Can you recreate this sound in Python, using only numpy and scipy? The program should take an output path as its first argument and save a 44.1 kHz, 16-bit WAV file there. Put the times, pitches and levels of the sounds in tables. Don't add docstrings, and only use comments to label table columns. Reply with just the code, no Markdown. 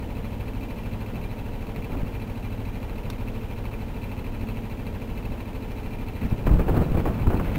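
import sys
import numpy as np
from scipy import signal
from scipy.fft import rfft, irfft, next_fast_len
from scipy.io import wavfile

SR = 44100
rng = np.random.default_rng(int(sys.argv[2]) if len(sys.argv) > 2 else 0)


def wrap_up_sound(samples):
    columns = np.atleast_2d(samples).T
    tamed = np.clip(columns, -1, 1)
    steps = np.round(tamed * 32767).astype(np.int16)
    wavfile.write(sys.argv[1], SR, steps)


N = 334278
TIME_S = np.arange(N) / SR
BINS_HZ = np.fft.rfftfreq(8192, 1 / SR)


def amp(db):
    return 10 ** (np.asarray(db) / 20)


def unit(x):
    return x / np.sqrt(np.mean(x ** 2) + 1e-20)


def read(points, hz):
    f, db = np.transpose(points)
    return np.interp(np.log(hz + 1), np.log(f + 1), db)


def lift(resonances, at_hz):
    return sum(db / (1 + (2 * (at_hz - hz) / width_hz) ** 2) for hz, width_hz, db in resonances)


def colour(x, db):
    log_gain = np.log(amp(np.concatenate([db, db[-2:0:-1]])))
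    spectrum = np.exp(np.conj(signal.hilbert(log_gain)))
    response = np.fft.ifft(spectrum).real[:len(db)]
    return unit(signal.oaconvolve(x, response)[:N])


def white():
    return rng.standard_normal(N)


def wander(hz):
    size = next_fast_len(N)
    smooth = np.exp(-(np.fft.rfftfreq(size, 1 / SR) / hz) ** 2)
    return unit(irfft(rfft(white(), size) * smooth, size)[:N])


def envelope(start_s, hold_s, rise_s, fall_s):
    age_s = np.maximum(TIME_S - start_s, 0)
    release = np.exp(-np.clip((age_s - hold_s) / fall_s, 0, 20))
    return np.minimum(age_s / rise_s, 1) * release


FIRING_HZ, FIRING_S = 13.205, 0.0935


def crank(hunt_turns=0.0029, hunt_hz=2.47):
    return FIRING_HZ * (TIME_S - FIRING_S) + hunt_turns * wander(hunt_hz)


# (frequency [Hz], width [Hz], lift [dB])
HULL_RESONANCES = [(106, 12, 12), (138, 20, -8), (227, 18, 12), (264, 8, 9.5), (292, 16, -6), (331, 10, 5),
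                   (370, 30, -5), (431, 24, 11), (475, 10, 6), (581, 14, 5), (948, 20, 5)]
DRONE_DB, DRONE_DB_PER_OCTAVE = -39.3, -5.7


def drone(turns, waver_db=2.6):
    out = np.zeros(N)
    moments_s = np.linspace(0, TIME_S[-1], 40)
    for k in range(2, 74):
        db = DRONE_DB + DRONE_DB_PER_OCTAVE * np.log2(k / 2) + lift(HULL_RESONANCES, k * FIRING_HZ)
        wavering_db = db + waver_db * rng.standard_normal(len(moments_s))
        level = np.interp(TIME_S, moments_s, amp(wavering_db))
        out += level * np.sqrt(2) * np.cos(2 * np.pi * (k * turns + rng.random()))
    return out


# (frequency [Hz], relative level [dB per Hz])
CLATTER_SPECTRUM = [(20, 3.5), (70, 8.5), (140, 0.5), (250, 3), (360, -9), (450, -2), (700, -12.5),
                    (920, -7), (1150, -16), (1600, -16), (3000, -19), (5000, -36.5), (8000, -52)]
CLATTER_NOISE_DB = -39


def clatter(turns, repeat_gain=0.16, throb_db=2.5, lag_turns=0.32):
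    orders = np.arange(22, 110)
    cycle = np.linspace(0, 1, 2048)
    phases = rng.random((len(orders), 1))
    partials = np.cos(2 * np.pi * (orders[:, None] * cycle + phases))
    shape = amp(read(CLATTER_SPECTRUM, orders * FIRING_HZ)) @ partials
    repeating = unit(np.interp(turns % 1, cycle, shape))
    noise = colour(white(), read(CLATTER_SPECTRUM, BINS_HZ))
    swell = amp(throb_db * np.cos(2 * np.pi * (turns - lag_turns)))
    return amp(CLATTER_NOISE_DB) * swell * (noise + repeat_gain * repeating)


# (frequency [Hz], relative level [dB per Hz])
RATTLE_SPECTRUM = [(300, -26), (900, 9), (1300, 6.5), (1600, -9.5), (2100, 8), (2750, 3.5), (3100, -11),
                   (3600, -11.5), (4400, -1), (5000, -22), (6300, -34), (8000, -11.5)]
# (frequency [Hz], width [Hz], lift [dB])
METAL_RINGS = [(2386, 40, 14.5), (2535, 69, 3.5), (2633, 120, 12), (3954, 150, 14)]
# (delay after firing [s], relative level [dB], decay [s], ringing share [0-1])
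CYCLE_BLOWS = [(.0015, -5, 0.0024, 0.9), (.008, -3.5, 0.0086, 1), (0.059, -6.5, 0.019, .9)]
# (time [s], extra level [dB])
HARD_FIRINGS = [(1.15, 8), (1.76, 11.5), (2.74, 7), (3.35, 1), (3.65, 6), (4.41, 7.5), (4.49, 10.5),
                (4.86, 9.5)]
RATTLE_RMS_DB = -51


def rattle(turns, uneven_db=0.9, jitter_s=0.00047, grit_db=2.0):
    ring_db = lift(METAL_RINGS, BINS_HZ)
    force_db = uneven_db * rng.standard_normal(size=(len(CYCLE_BLOWS), 128))
    for time_s, extra_db in HARD_FIRINGS:
        force_db[0, round(np.interp(time_s, TIME_S, turns))] = extra_db
    out = np.zeros(N)
    for (delay_s, db, decay_s, ringing), cycle_db in zip(CYCLE_BLOWS, force_db):
        place = turns - FIRING_HZ * (delay_s + jitter_s * wander(3.0))
        age_s = (place % 1) / FIRING_HZ
        blows = amp(db + cycle_db[np.floor(place).astype(int)]) * np.exp(-age_s / decay_s)
        shaking = blows * white() * amp(grit_db * wander(350))
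        out += np.std(blows) * colour(shaking, read(RATTLE_SPECTRUM, BINS_HZ) + ringing * ring_db)
    return amp(RATTLE_RMS_DB) * unit(out)


# (start [s], hold [s], rumble [dB], flutter [dB], tearing front peak [dB])
WIND_GUSTS = [(1.11, 0.1, -33, -47, -52), (1.744, 0.06, -33, -53, -56), (1.892, 0.12, -26.5, -41.5, -54),
              (5.283, 0.047, -29, -58, -51), (6.21, 0.064, -25, -44, -54), (6.308, 0.018, -25, -40, -46),
              (6.467, 0.0088, -13, -30.5, -19), (6.492, 0.11, -21.5, -33, -26),
              (6.593, 0.015, -18, -27, -21.5), (6.681, 0.09, -20.5, -27.5, -22.5),
              (6.766, 0.058, -20, -26, -34), (6.943, 0.012, -16, -31, -30.5),
              (6.969, 0.039, -31, -28.5, -35), (7.054, 0.037, -27, -25.5, -24.5),
              (7.268, 0.014, -19.5, -33, -25), (7.301, 0.052, -24, -28.5, -25.5),
              (7.396, 0.019, -29, -29.5, -24)]
# (frequency [Hz], relative level [dB per Hz])
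RUMBLE_SPECTRUM = [(8, -10.5), (25, 2), (65, -0.5), (115, -5.5), (170, -6), (250, -10.5), (450, -25.5),
                   (1000, -37), (3000, -65)]
# (frequency [Hz], relative level [dB per Hz])
FLUTTER_SPECTRUM = [(80, -3.5), (230, 7), (420, 4), (600, -0.5), (780, -2.5), (1150, -9.5), (1400, -10.5),
                    (1900, -20.5), (3000, -27.5), (5000, -54), (8000, -43)]
BREEZE_RUMBLE_DB, BREEZE_FLUTTER_DB = -39, -51
FRESHEN_S, FRESHEN_RISE_S, FRESHEN_RUMBLE_DB, FRESHEN_FLUTTER_DB = 6.39, 0.098, 13.5, 13
RUMBLE_RISE_S, RUMBLE_FALL_S, FLUTTER_RISE_S, FLUTTER_FALL_S = 0.013, 0.011, 0.0047, 0.015
FRONT_PEAK_S = 0.0029


def wind(lumpy_db=1.36, ragged_db=2.5, flutter_trim_db=0.55, tearing_db_per_octave=2.5):
    fresh = .5 + .5 * np.tanh((TIME_S - FRESHEN_S) / FRESHEN_RISE_S)
    low = amp(BREEZE_RUMBLE_DB + FRESHEN_RUMBLE_DB * fresh)
    high = amp(BREEZE_FLUTTER_DB + FRESHEN_FLUTTER_DB * fresh)
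    fronts = np.zeros(N)
    for start_s, hold_s, low_db, high_db, front_db in WIND_GUSTS:
        low_gust = amp(low_db) * envelope(start_s, hold_s, RUMBLE_RISE_S, RUMBLE_FALL_S)
        high_gust = amp(high_db) * envelope(start_s, hold_s, FLUTTER_RISE_S, FLUTTER_FALL_S)
        low, high = np.hypot(low, low_gust), np.hypot(high, high_gust)
        u = np.clip((TIME_S - start_s) / FRONT_PEAK_S, 0, 20)
        fronts += amp(front_db) * u * np.exp(1 - u)
    rumble = colour(white() * amp(lumpy_db * wander(30)), read(RUMBLE_SPECTRUM, BINS_HZ))
    flutter_spectrum_db = read(FLUTTER_SPECTRUM, BINS_HZ)
    flutter = colour(white() * amp(ragged_db * wander(150)), flutter_spectrum_db)
    octaves = np.log2(np.clip(BINS_HZ, 300, 1700) / 300)
    tearing = colour(white(), flutter_spectrum_db + tearing_db_per_octave * octaves)
    return low * rumble + amp(flutter_trim_db) * high * flutter + fronts * tearing


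# (time [s], peak level [dB], width scale [s])
EDDY_POPS = [(2.034, -16.5, 0.0017), (6.328, -13.5, 0.0018), (6.512, -13, 0.0021), (6.551, -12.5, 0.003),
             (6.773, -14.5, .001), (6.799, -16, 0.0023), (6.918, -13.5, 0.0014), (6.983, -14, 0.0012),
             (7.282, -9.5, 0.0016), (7.345, -21, 0.00067)]


def pops(sharpness=1.46, rebound=0.5):
    out = np.zeros(N)
    for time_s, db, width_s in EDDY_POPS:
        u = (TIME_S - time_s) / width_s
        bump = (1 + u ** 2) ** -sharpness
        dip = (1 + (u / 5) ** 2) ** -sharpness
        out += amp(db) * (bump - rebound * dip) / (1 - rebound)
    return out


# (time [s], peak level [dB], half length to 1/e [s])
CLOTH_STROKES = [(6.24, -47, 0.053), (6.998, -45.5, 0.032), (7.195, -50, .062), (7.477, -42, 0.037),
                 (7.553, -40, 0.024)]
# (frequency [Hz], relative level [dB per Hz])
CLOTH_SPECTRUM = [(300, -31), (1000, -4.5), (1700, -4), (2400, -3.5), (3200, -13.5), (4200, -18.5),
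                  (6000, -37), (8000, -29)]


def clothes(grain_db=2.0):
    strokes = sum(amp(db) * np.exp(-((TIME_S - time_s) / length_s) ** 2)
                  for time_s, db, length_s in CLOTH_STROKES)
    return strokes * colour(white() * amp(grain_db * wander(190)), read(CLOTH_SPECTRUM, BINS_HZ))


# (time [s], level before echo [dB], decay [s])
FITTING_CLICKS = [(3.1003, -33.5, .0055), (5.716, -45, .004), (6.3, -47, .004)]
# (frequency [Hz], relative level [dB per Hz])
CLICK_SPECTRUM = [(300, -10), (1050, 3), (1700, -3), (2300, -2), (3100, -4), (4100, 1), (4900, -3),
                  (5600, 0), (6600, -11), (8000, -15)]


def clicks(echo_gain=0.022, echo_decay_s=0.034):
    fade = np.zeros(N)
    for time_s, db, decay_s in FITTING_CLICKS:
        age_s = np.maximum(TIME_S - time_s, 0)
        decay = np.exp(-age_s / decay_s) + echo_gain * np.exp(-age_s / echo_decay_s)
        fade += amp(db) * (TIME_S > time_s) * decay
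    return fade * colour(white(), read(CLICK_SPECTRUM, BINS_HZ))


def hiss(level_db=-57):
    return amp(level_db) * white()


def scene():
    turns = crank()
    engine = drone(turns) + clatter(turns) + rattle(turns)
    mix = engine + wind() + pops() + clothes() + clicks() + hiss()
    return mix[None]


CAMERA_RATE_HZ, BAND_LIMIT_HZ = 16000, 15760


def record(dry):
    slow = signal.resample_poly(dry, CAMERA_RATE_HZ, SR, axis=1, window=("kaiser", 4))
    held = slow[:, np.arange(N) * CAMERA_RATE_HZ // SR]
    low_pass = signal.firwin(1023, BAND_LIMIT_HZ, window=("kaiser", 9), fs=SR)
    return signal.oaconvolve(held, low_pass[None], "same")


dry = scene()
out = record(dry)
wrap_up_sound(out)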